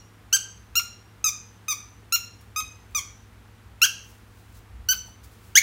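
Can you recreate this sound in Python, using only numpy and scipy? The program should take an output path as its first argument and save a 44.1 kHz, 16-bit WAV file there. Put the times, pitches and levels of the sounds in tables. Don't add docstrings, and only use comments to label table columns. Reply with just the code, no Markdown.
import sys
import numpy as np
from scipy import signal
from scipy.fft import rfft, irfft, next_fast_len
from scipy.io import wavfile
from scipy.ndimage import map_coordinates

SR = 44100
rng = np.random.default_rng(int(sys.argv[2]) if len(sys.argv) > 2 else 0)


def nominal_scale(level):
    x = np.asarray(level, float) / 20
    return 10 ** x


def int16_out(signal):
    q = np.round(np.clip(np.atleast_2d(signal).T, -1, 1) * 32767)
    wavfile.write(sys.argv[1], SR, q.astype(np.int16))


N = 248150
LEAD = SR // 2
STIR_S = .008
TOP_HZ = 15850


def unit(x):
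    return x / np.sqrt(np.mean(x ** 2) + 1e-20)


def along(points, hz):
    f, value = np.transpose(points)
    return np.interp(np.log(hz + 1), np.log(f + 1), value)


def wobble(length, rate):
    knots = rng.standard_normal(int(length * rate / SR) + 4)
    return map_coordinates(knots, [np.arange(length) * rate / SR])


def filtered(x, response):
    size = 2 * next_fast_len(len(x) // 2 + 2048)
    spectrum = rfft(x, size) * response(np.fft.rfftfreq(size, 1 / SR))
    return irfft(spectrum, size)[:len(x)]


def noise(spectrum):
    white = rng.standard_normal(N)
    return unit(filtered(white, lambda hz: nominal_scale(along(spectrum, hz))))


def causal(gain):
    cepstrum = irfft(np.log(gain + 1e-6))
    half = len(cepstrum) // 2
    cepstrum[1:half] *= 2
    cepstrum[half + 1:] = 0
    return np.exp(rfft(cepstrum))


def hiss():
    # f/Hz, relative density level/dB
    density = [(82, -42), (140, -9.5), (181, -7), (305, -11), (473, -15.5), (512, -19), (827, -16),
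               (1330, -16), (2580, -22), (4880, -29.5), (13500, -35.5), (15500, -35), (16500, -58)]
    drift_db = 0.17 * wobble(N, 1.7)
    return nominal_scale(-56.5 + drift_db) * noise(density)


def rumble():
    # f/Hz, relative density level/dB
    density = [(12, -60), (20, -22.5), (46, -5), (59, 8), (76, -1.5), (95, 1), (120, -31.5), (210, -120)]
    # t/s, level/dB
    course = [(0, -56), (.6, -54), (1.4, -60), (2.5, -53), (3.3, -52), (3.95, -60), (4.5, -52), (5.63, -50)]
    course_db = np.interp(np.arange(N) / SR, *np.transpose(course))
    lumps_db = 1.5 * wobble(N, 4)
    return nominal_scale(course_db + lumps_db) * noise(density)


def hum():
    # mean f/Hz, mean rms level/dB, scale of frequency wander/Hz
    lines = [(58.2, -64.5, 2.6), (104.9, -54, 1.5), (185, -71, 6.6), (226, -70.5, 1), (477, -72.5, 2)]
    total = np.zeros(N)
    for hz, db, width in lines:
        level = np.sqrt(2) * nominal_scale(db + 0.61 * wobble(N, 22))
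        phase = 2 * np.pi * np.cumsum(hz + width * wobble(N, 15)) / SR
        total += level * np.sin(phase)
    return total


def cloth():
    # t/s, peak level/dB
    snaps = [(2.409, -57), (2.91, -61), (5.239, -49.5), (5.32, -58)]
    # t/s, peak level/dB, rise and fall time constant/s
    rubs = [(4.101, -56, 0.08), (4.4, -61, .06), (4.569, -55, .036), (5.08, -57, 0.038), (5.47, -57, 0.077)]
    # f/Hz, relative density level/dB
    density = [(500, -27), (1200, -6.5), (4000, 3.5), (7000, 3.5), (12000, 1.5), (16000, 4)]
    snap_rise_s, snap_fall_s = .004, .031
    moves = [(s, db, snap_rise_s, snap_fall_s) for s, db in snaps]
    moves += [(s, db, width, width) for s, db, width in rubs]
    t = np.arange(N) / SR
    swell = np.zeros(N)
    for s, db, rise, fall in moves:
        exponent = np.where(t < s, (t - s) / rise, (s - t) / fall)
        swell += nominal_scale(db) * np.exp(exponent)
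    grain_db = 1.4 * wobble(N, 150)
    return swell * unit(noise(density) * nominal_scale(grain_db))


def ticks():
    # t/s, initial level/dB, f/Hz
    knocks = [(2.031, -43, 394), (2.838, -46, 804), (5.083, -43, 900)]
    t = np.arange(N) / SR
    total = np.zeros(N)
    for s, db, hz in knocks:
        since = np.maximum(t - s, 0)
        total += nominal_scale(db - 60 * since / 0.02) * np.sin(2 * np.pi * hz * since)
    return total


def room():
    # f/Hz, 60 dB decay time/s, energy level/dB
    reverberation = [(1300, .42, -9), (3000, .45, -8), (6000, .45, -8), (10000, .3, -8), (16000, .2, -10)]
    # nominal delay/ms, level/dB
    walls = [(2.1, -11.5), (4.6, -17), (7.3, -20), (10.4, -14.5), (14.2, -15.5), (19, -15)]
    bands, t60, db = np.transpose(reverberation)
    hz, t, z = signal.stft(rng.standard_normal(int(.7 * SR)), SR, nperseg=256)
    t60 = along(np.c_[bands, t60], hz)[:, None]
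    db = along(np.c_[bands, db], hz)[:, None]
    decay = nominal_scale(db - 60 * t / t60) / np.sqrt(t60 * SR / (2 * np.log(1000)))
    tail = signal.istft(z * decay, SR, nperseg=256)[1]
    tail = tail * np.clip((np.arange(len(tail)) / SR - .003) / 0.0048, 0, 1)
    ms, wall_db = np.transpose(walls)
    moved = rng.uniform(.85, 1.15, len(ms))
    sign = np.sign(rng.standard_normal(len(ms)))
    tail[(ms * moved * SR / 1000).astype(int)] += nominal_scale(wall_db) * sign
    return tail


def squeeze(start, hold, let_go, db, first_hz, turn_hz, last_hz):
    turn = .4
    ceiling_hz, knee = 2350., 14.
    bite_db, bite_s = 2, .004
    swell_db_per_hz, droop_db_per_hz = .007, .0265
    sag_hz_per_s = 45000
    stall_hz, fade_db_per_hz = 1050, .019

    s = np.linspace(0, hold, num=16)
    driven = np.interp(s, [0, turn * hold, hold], [first_hz, turn_hz, last_hz])
    hz = (driven ** -knee + ceiling_hz ** -knee) ** (-1 / knee)
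    slope = np.where(hz > hz[0], swell_db_per_hz, droop_db_per_hz)
    level = db + slope * (hz - hz[0]) + bite_db * np.exp(-s / bite_s)
    end_hz = hz[-1] - sag_hz_per_s * let_go
    end_db = level[-1] - fade_db_per_hz * (hz[-1] - stall_hz)
    rows = np.vstack([np.c_[s, hz, level], (hold + let_go, end_hz, end_db)])
    return rows + [start, 0, 0]


def reed(rows):
    s, hz, db = np.transpose(rows)
    t = np.arange(int((s[-1] - s[0] + 0.0035 + STIR_S) * SR)) / SR - STIR_S
    now = t + s[0]
    speaking = np.maximum(t, 0)
    held_hz = np.interp(now, s, hz)
    pressure_db = np.interp(now, s, db)
    overblown = np.clip((held_hz - 1600) / 300, 0, 1)
    slack = np.clip((now - s[-2]) / (s[-1] - s[-2]), 0, 1)

    scoop = 1 - .06 * np.exp(-speaking / .0012)
    jitter = 1 + .0032 * (1 + 3 * overblown) * wobble(len(t), 300)
    pitch = held_hz * scoop * jitter
    phase = 2 * np.pi * np.cumsum(pitch) / SR

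    k = np.arange(1, 16)[:, None]
    flutter_db = 1.22 * np.array([wobble(len(t), 91.6) for _ in k]) * np.sqrt(k)
    soft_db = -2.5 * k * slack
    audible = k * pitch < TOP_HZ + 900
    pulses = np.sum(nominal_scale(flutter_db + soft_db) * np.cos(k * phase) * audible, axis=0)

    air_db = -18.5 + 0.21 * (pressure_db + 12) + 7 * slack + 6 * overblown
    air = nominal_scale(air_db) * rng.standard_normal(len(t)) * (1 + np.cos(phase))

    onset = 1 - np.exp(-(speaking / 0.0008) ** 2)
    release = np.exp(-np.maximum(now - s[-1], 0) / 0.0031)
    stirring = nominal_scale(-13) * np.exp(-np.abs(t) / .0016) * (np.cos(phase) + np.cos(2 * phase))
    return ((pulses + air) * onset * release + stirring) * nominal_scale(pressure_db)


def modes(table, f):
    total = 0
    for center, width, db in table:
        damping = (f * width) ** 2
        resonance = damping / ((center * center - f * f) ** 2 + damping)
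        total = total + nominal_scale(db) ** 2 * resonance ** 2
    return total


def body_gain(f, shades_db):
    # f/Hz, width before it is applied twice/Hz, level before shading/dB
    pipe = [
        [(1380, 1300, -2)],
        [(2070, 1700, -2.5), (2790, 1400, -1)],
        [(4260, 1000, 0.5)],
        [(5804, 1100, 0), (6167, 1130, 2), (6800, 640, -6.5)],
        [(9080, 2200, 2), (11670, 2500, 2)],
        [(14420, 1600, 3.5), (15500, 1100, -8)],
    ]
    return np.sqrt(sum(nominal_scale(db) ** 2 * modes(part, f) for db, part in zip(shades_db, pipe)))


def toy():
    # f/Hz, f/Hz, f/Hz
    presses = [(-.21, 0.042, .01, -23, 1308, 1430, 1430), (0.3271, .0325, 0.0096, -17, 1402, 1590, 1570),
               (0.754, .038, 0.0073, -23, 1325, 1420, 1375), (1.2416, .05, 0.0024, -22.5, 1301, 1258, 1186),
               (1.6821, .048, 0.0016, -24.5, 1253, 1248, 1138),
               (2.123, 0.034, 0.0075, -19.5, 1343, 1390, 1402),
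               (2.5605, .042, 0.0048, -25, 1236, 1255, 1271),
               (2.9479, .046, 0.0012, -22.5, 1248, 1195, 1090),
               (3.8169, .0332, 0.013, -15, 1320, 1398, 1660), (4.887, .039, .011, -20, 1495, 1495, 1555),
               (5.554, .034, 0.0085, -11.5, 1500, 1714, 2520)]
    # belly level/dB, neck level/dB, nozzle level/dB, top level/dB
    grips = [(-13.5, -14.5, -0.5, -22.5), (-6, -9.5, 0.5, -17), (-2, -10, -2, -7.5), (-6.5, -9.5, 2, -17),
             (-7, -9, -3.5, -15.5), (-5.5, -9, -2.5, -10.5), (-6, -13, -5, -18), (-7, -15, -5.5, -19),
             (-2.5, -14.5, -3, -15), (-5, -7, -4, -6.5), (-3.5, -40, -2, -19)]
    out = np.zeros(N + LEAD + SR)
    for press, (belly_db, neck_db, nozzle_db, top_db) in zip(presses, grips):
        rows = squeeze(*press)
        hollow_db = -13 - 1.5 * (press[3] + 20)
        edge_db = -20
        shades_db = (hollow_db, belly_db, neck_db, nozzle_db, edge_db, top_db)
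        source = np.pad(reed(rows), (0, SR // 100))
        direct = filtered(source, lambda f: causal(body_gain(f, shades_db)))
        near_db = np.max(rows, axis=0)[2] + 18
        sound = nominal_scale(-.22 * near_db) * signal.fftconvolve(direct, room())
        sound[:len(direct)] += direct
        start = LEAD + round((rows[0][0] - STIR_S) * SR)
        out[start:start + len(sound)] += sound
    return out[LEAD:LEAD + N]


def scene():
    background = hum() + rumble() + hiss()
    return (background + cloth() + ticks() + toy())[None]


def band_limit(x):
    return signal.sosfilt(signal.butter(12, 16800, fs=SR, output="sos"), x)


def record(dry):
    mix = filtered(dry[0], lambda hz: nominal_scale(np.clip(.08 * (TOP_HZ - hz), -28, 0)))
    return band_limit(mix[None])


dry = scene()
out = record(dry)
int16_out(out)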